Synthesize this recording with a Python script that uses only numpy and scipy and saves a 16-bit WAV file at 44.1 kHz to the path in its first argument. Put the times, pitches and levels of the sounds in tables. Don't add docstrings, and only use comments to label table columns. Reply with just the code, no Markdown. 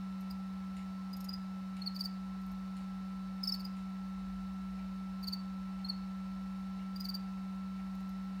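import sys
import numpy as np
from scipy import signal
from scipy.fft import rfft, irfft
from scipy.io import wavfile

SR = 44100
rng = np.random.default_rng(int(sys.argv[2]) if len(sys.argv) > 2 else 0)


def int16_out(signal):
    q = np.round(np.clip(np.atleast_2d(signal).T, -1, 1) * 32767)
    wavfile.write(sys.argv[1], SR, q.astype(np.int16))


N = 370440
TIME_S = np.arange(N) / SR
FREQS_HZ = np.arange(N // 2 + 1) * SR / N

# time in seconds, blade rate in Hz.
FAN_SPEED = [(0, 1331), (1.3, 1326.5), (3.4, 1328.7), (4.5, 1331.5), (5.3, 1329), (6.6, 1332.5),
             (7.7, 1333), (8.4, 1331)]
# time in seconds, level in dB.
FAN_HUM = [(0, -41), (1, -42), (3, -41.5), (8, -41)]
# multiple of the shaft rate, level in dB.
FAN_OVERTONES = [(14, -78), (16, -83), (20, -83), (21, -81), (24, -80.5), (28, -82.5), (52, -89)]
# frequency in Hz, noise density in dB (1 Hz band).
AIR_SPECTRUM = [(25, -113), (47, -83.5), (85, -85.5), (160, -90.5), (270, -93), (400, -96.5), (750, -92),
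                (1300, -94), (2300, -99), (3200, -103), (4100, -101), (6500, -111), (10500, -119),
                (15500, -120)]
# centre in Hz, width in Hz, lift in dB.
HOUSING_BANDS = [(268.4, 46, 6), (548, 18, 5.5), (760, 91, 4), (818, 21, 7.5), (1025, 16, 8.5),
                 (1058, 23, 6), (1537, 52, -9.5), (1890, 48, 4), (2252, 69, 4.5), (2350, 70, -8.5),
                 (3265, 270, -4.5), (3540, 66, 2), (4840, 200, -5), (5080, 120, 2.5), (8840, 610, 4),
                 (12400, 790, 5.5)]
# time in seconds, relative levels of the lower and upper drone in dB.
RUMBLE_LEVELS = [(0, -69, -63), (1.9, -65.5, -62.5), (2.6, -57.5, -69), (4.05, -62, -69),
                 (4.35, -51.5, -63), (5.1, -56, -69), (5.35, -67, -60), (5.7, -57, -65), (8.4, -59, -65.5)]
# start in seconds, level in dB.
BUMPS = [(.289, -58.5), (1.15, -58), (5.258, -55)]
# centre in Hz, width in Hz, gain in dB.
WING_MODES = [(4630, 500, -12), (5320, 540, -3), (5930, 400, -9.5), (6700, 360, -6.5), (8830, 990, -7),
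              (11770, 480, -8.5)]
# start in seconds, level in dB, hiss centre in Hz.
WING_FLICKS = [(.205, -62.5, 12100), (1.165, -56, 12400), (1.202, -53, 12900), (1.241, -52, 13000),
               (2.413, -72, 13900), (2.46, -67, 13900), (2.513, -67, 13900), (7.946, -66, 13900),
               (8.0, -69, 13900), (8.088, -64, 13000)]
# start in seconds, length in seconds, nominal tooth rate in Hz,
# nominal tone level in dB, second push over first in dB, rasp level in dB.
WING_STROKES = [ (0.3, 0.019, 4920, -50.5, 3, -57), (1.129, 0.013, 4930, -46, 3, -57),
                (1.284, 0.015, 4910, -43, 5, -58), (1.327, 0.018, 4910, -42, 4, -60.5),
                (1.815, 0.015, 4300, -44, 0, -80), (1.858, .026, 4466, -38, 6.5, -76),
                (1.945, 0.031, 4770, -47, 2, -58.5), (1.989, 0.03, 4780, -40, 3.5, -51),
                (2.036, .031, 4770, -40, 1, -53), (3.43, 0.037, 4804, -40.5, -15, -53),
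                (3.471, 0.035, 4880, -35, -6, -51.5), (3.518, 0.042, 4820, -37, -4.5, -52.5),
                (3.591, 0.025, 4720, -53, 2, -61), (3.642, .018, 4860, -46, 8, -56),
                (5.226, 0.024, 4530, -48, 4.5, -58), (5.268, .024, 4510, -40.5, 3, -51.5),
                (5.322, 0.022, 4545, -37.5, 8, -51), (5.844, 0.014, 4290, -42, -2, -80),
                (5.884, 0.024, 4440, -38, 10, -76), (6.956, .018, 4730, -51.5, -1, -60),
                (6.996, .018, 4910, -44, 7, -52.5), (7.039, 0.025, 4660, -44.5, 4, -53),
                (7.084, .023, 4610, -40.5, 2, -51.5), (7.138, .021, 4630, -41, 4, -52)]
# centre in Hz, width in Hz, gain in dB.
WING_OVERTONE_MODES = [(9300, 1200, -2.5), (14000, 2200, 0)]
# centre in Hz, width in Hz, relative gain per pass in dB.
CASE_MODES = [(2290, 1400, 1.5), (4000, 1200, -3.5), (6940, 600, -1.5), (8600, 1400, -6)]
# time in seconds, level in dB.
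CLICK_LEVELS = [(2.8, -54.5), (5.8, -73), (7.8, -70)]

CATCH_SHARE, DRAG_SHARE, CATCH_MAX_S = 0.82, 0.63, 0.015
STEADY_S, SAG_HZ_PER_S = 0.014, 24900
SAG_AT_SHARE, SAG_S = 0.9, 0.0032
JERK_SHARE, JERK_S = 0.9, 0.0023
SKID_LEAD_S, CATCH_SKID_DB = 0.0013, -3.5
OVERTONE_DB, OVERTONE_DB_PER_DB = -41, 0.47


def undb(db):
    return 10 ** (np.asarray(db) / 20)


def unit_rms(x):
    return x / np.sqrt(np.mean(x ** 2))


def curves(table):
    times_s, *columns = np.transpose(table)
    return [np.interp(TIME_S, times_s, column) for column in columns]


def add(out, start_s, x):
    i = int(start_s * SR)
    out[i:i + len(x)] += x[:len(out) - i]


def ring(x, modes):
    return sum(undb(db) * signal.lfilter(*signal.iirpeak(hz, hz / width_hz, SR), x)
               for hz, width_hz, db in modes)


def wobble(n, hz):
    return np.interp(np.arange(n) * hz / SR, np.arange(n), rng.standard_normal(n))


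def echoes(x, t60_s, delay_s):
    t = TIME_S[:SR]
    response = rng.standard_normal(SR) * undb(-60 * t / t60_s) * (t > delay_s)
    return signal.fftconvolve(x, response / np.linalg.norm(response))[:N]


def push(length_s, power):
    n = int(length_s * SR)
    return np.sin(np.pi * (np.arange(n) + .5) / n) ** power


def fan(blades=7, whine_db=-58):
    blade_hz, = curves(FAN_SPEED)
    hum_db, = curves(FAN_HUM)
    shaft_rad = 2 * np.pi * np.cumsum(blade_hz / blades) / SR
    tones = undb(hum_db) * np.sin(shaft_rad)
    tones += undb(whine_db + .6 * wobble(N, hz=11)) * np.sin(blades * shaft_rad)
    for multiple, db in FAN_OVERTONES:
        tones += undb(db + 1.8 * wobble(N, hz=8)) * np.sin(multiple * shaft_rad)
    return np.sqrt(2) * tones


def air():
    hz, db = np.transpose(AIR_SPECTRUM)
    colour_db = np.interp(np.log(FREQS_HZ + 1), np.log(hz), db)
    for centre_hz, width_hz, lift_db in HOUSING_BANDS:
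        colour_db += lift_db / (1 + (2 * (FREQS_HZ - centre_hz) / width_hz) ** 4)
    return irfft(rfft(rng.standard_normal(N)) * undb(colour_db), N) * np.sqrt(SR / 2)


def rumble(drones_hz=(53, 68)):
    out = np.zeros(N)
    for centre_hz, db in zip(drones_hz, curves(RUMBLE_LEVELS)):
        hz = centre_hz * (1 + 0.0605 * wobble(N, hz=12))
        drone = unit_rms(np.sin(2 * np.pi * np.cumsum(hz) / SR))
        out += undb(db - 2 + 2 * wobble(N, hz=8)) * drone
    return out


def rasp(envelope, hiss_hz, width_hz=2000, scatter_db=4):
    n = len(envelope)
    clicks, scrape = rng.standard_normal((2, n)) * undb(scatter_db * wobble(n, hz=1430))
    edge = [(hiss_hz, width_hz, 0)]
    hiss = ring(ring(scrape, edge), edge) + undb(-25) * scrape
    return envelope * unit_rms(ring(clicks, WING_MODES) + hiss)


def bumps(hz=70.3):
    out = np.zeros(N)
    envelope = push(length_s=0.09, power=1.2)
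    tone = unit_rms(np.sin(2 * np.pi * hz * TIME_S[:len(envelope)]))
    for start_s, db in BUMPS:
        add(out, start_s, undb(db) * envelope * tone)
    return out


def wing_stroke(length_s, tooth_hz, tone_db, swell_db, rasp_db):
    t = TIME_S[:int(length_s * SR)]
    n = len(t)
    catch, drag = np.zeros((2, n))
    catch_s = min(CATCH_MAX_S, CATCH_SHARE * length_s)
    add(catch, 0, undb(-swell_db / 2) * push(catch_s, power=1.75))
    add(drag[::-1], 0, undb(swell_db / 2) * push(DRAG_SHARE * length_s, power=1.3))
    grip = np.hypot(catch, drag)
    slip = np.interp(t + SKID_LEAD_S, t, undb(CATCH_SKID_DB) * catch + drag) ** 0.96
    slip /= slip.max()
    jitter = min(undb(0.54 * (rasp_db - tone_db)), 1) * slip
    sag_hz = SAG_HZ_PER_S * max(length_s - STEADY_S, 0)
    jerk = JERK_SHARE * np.exp(-t / JERK_S)
    slowing = np.tanh((t - SAG_AT_SHARE * catch_s) / SAG_S) / 2
    hz = (tooth_hz + sag_hz * (jerk - slowing)) * (1 + 0.043 * jitter * wobble(n, hz=1240))
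    phase = 2 * np.pi * np.cumsum(hz) / SR
    flutter_db = 9.3 * jitter * wobble(n, hz=423)
    tone = undb(tone_db) * grip * unit_rms(undb(flutter_db) * np.sin(phase))
    overtones = ring(np.sin(2 * phase) + np.sin(3 * phase), WING_OVERTONE_MODES)
    overtones *= undb(OVERTONE_DB + OVERTONE_DB_PER_DB * tone_db) * push(length_s, power=1.3)
    return tone + overtones + undb(rasp_db) * rasp(slip, hiss_hz=14040)


def crickets():
    wings = np.zeros(N)
    for start_s, *shape in WING_STROKES:
        add(wings, start_s, wing_stroke(*shape))
    for start_s, db, hiss_hz in WING_FLICKS:
        add(wings, start_s, undb(db) * rasp(push(length_s=0.012, power=0.86), hiss_hz))
    box = echoes(wings, t60_s=0.066, delay_s=0.0012)
    room_band = [(4470, 8600, 0.0044)]
    room = echoes(ring(wings, room_band), t60_s=0.42, delay_s=0.0036)
    return wings + undb(-6) * box + undb(-15.5) * room


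def clock(first_s=0.767, period_s=1, click_decay_s=0.0069, knock_decay_s=0.016, knock_lag_s=0.022):
    out, t = np.zeros(N), TIME_S[:SR // 10]
    gear_modes = [(810, 270, 2), (2200, 1200, 0)]
    for start_s in np.arange(first_s, N / SR, period_s):
        click_db = np.interp(start_s, *np.transpose(CLICK_LEVELS))
        click, knock = (unit_rms(ring(ring(rng.standard_normal(len(t)), modes), modes))
                        for modes in (CASE_MODES, gear_modes))
        add(out, start_s, undb(click_db) * click * np.exp(-t / click_decay_s))
        add(out, start_s + knock_lag_s, undb(-60) * knock * np.exp(-t / knock_decay_s))
    return out + undb(0.5) * echoes(out, t60_s=0.34, delay_s=0.004)


def scene():
    return (crickets() + clock() + fan() + air() + rumble() + bumps())[None]


def record(dry):
    cutoff_hz = 15850
    return signal.sosfilt(signal.ellip(10, .1, 80, cutoff_hz, fs=SR, output="sos"), dry)


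dry = scene()
out = record(dry)
int16_out(out)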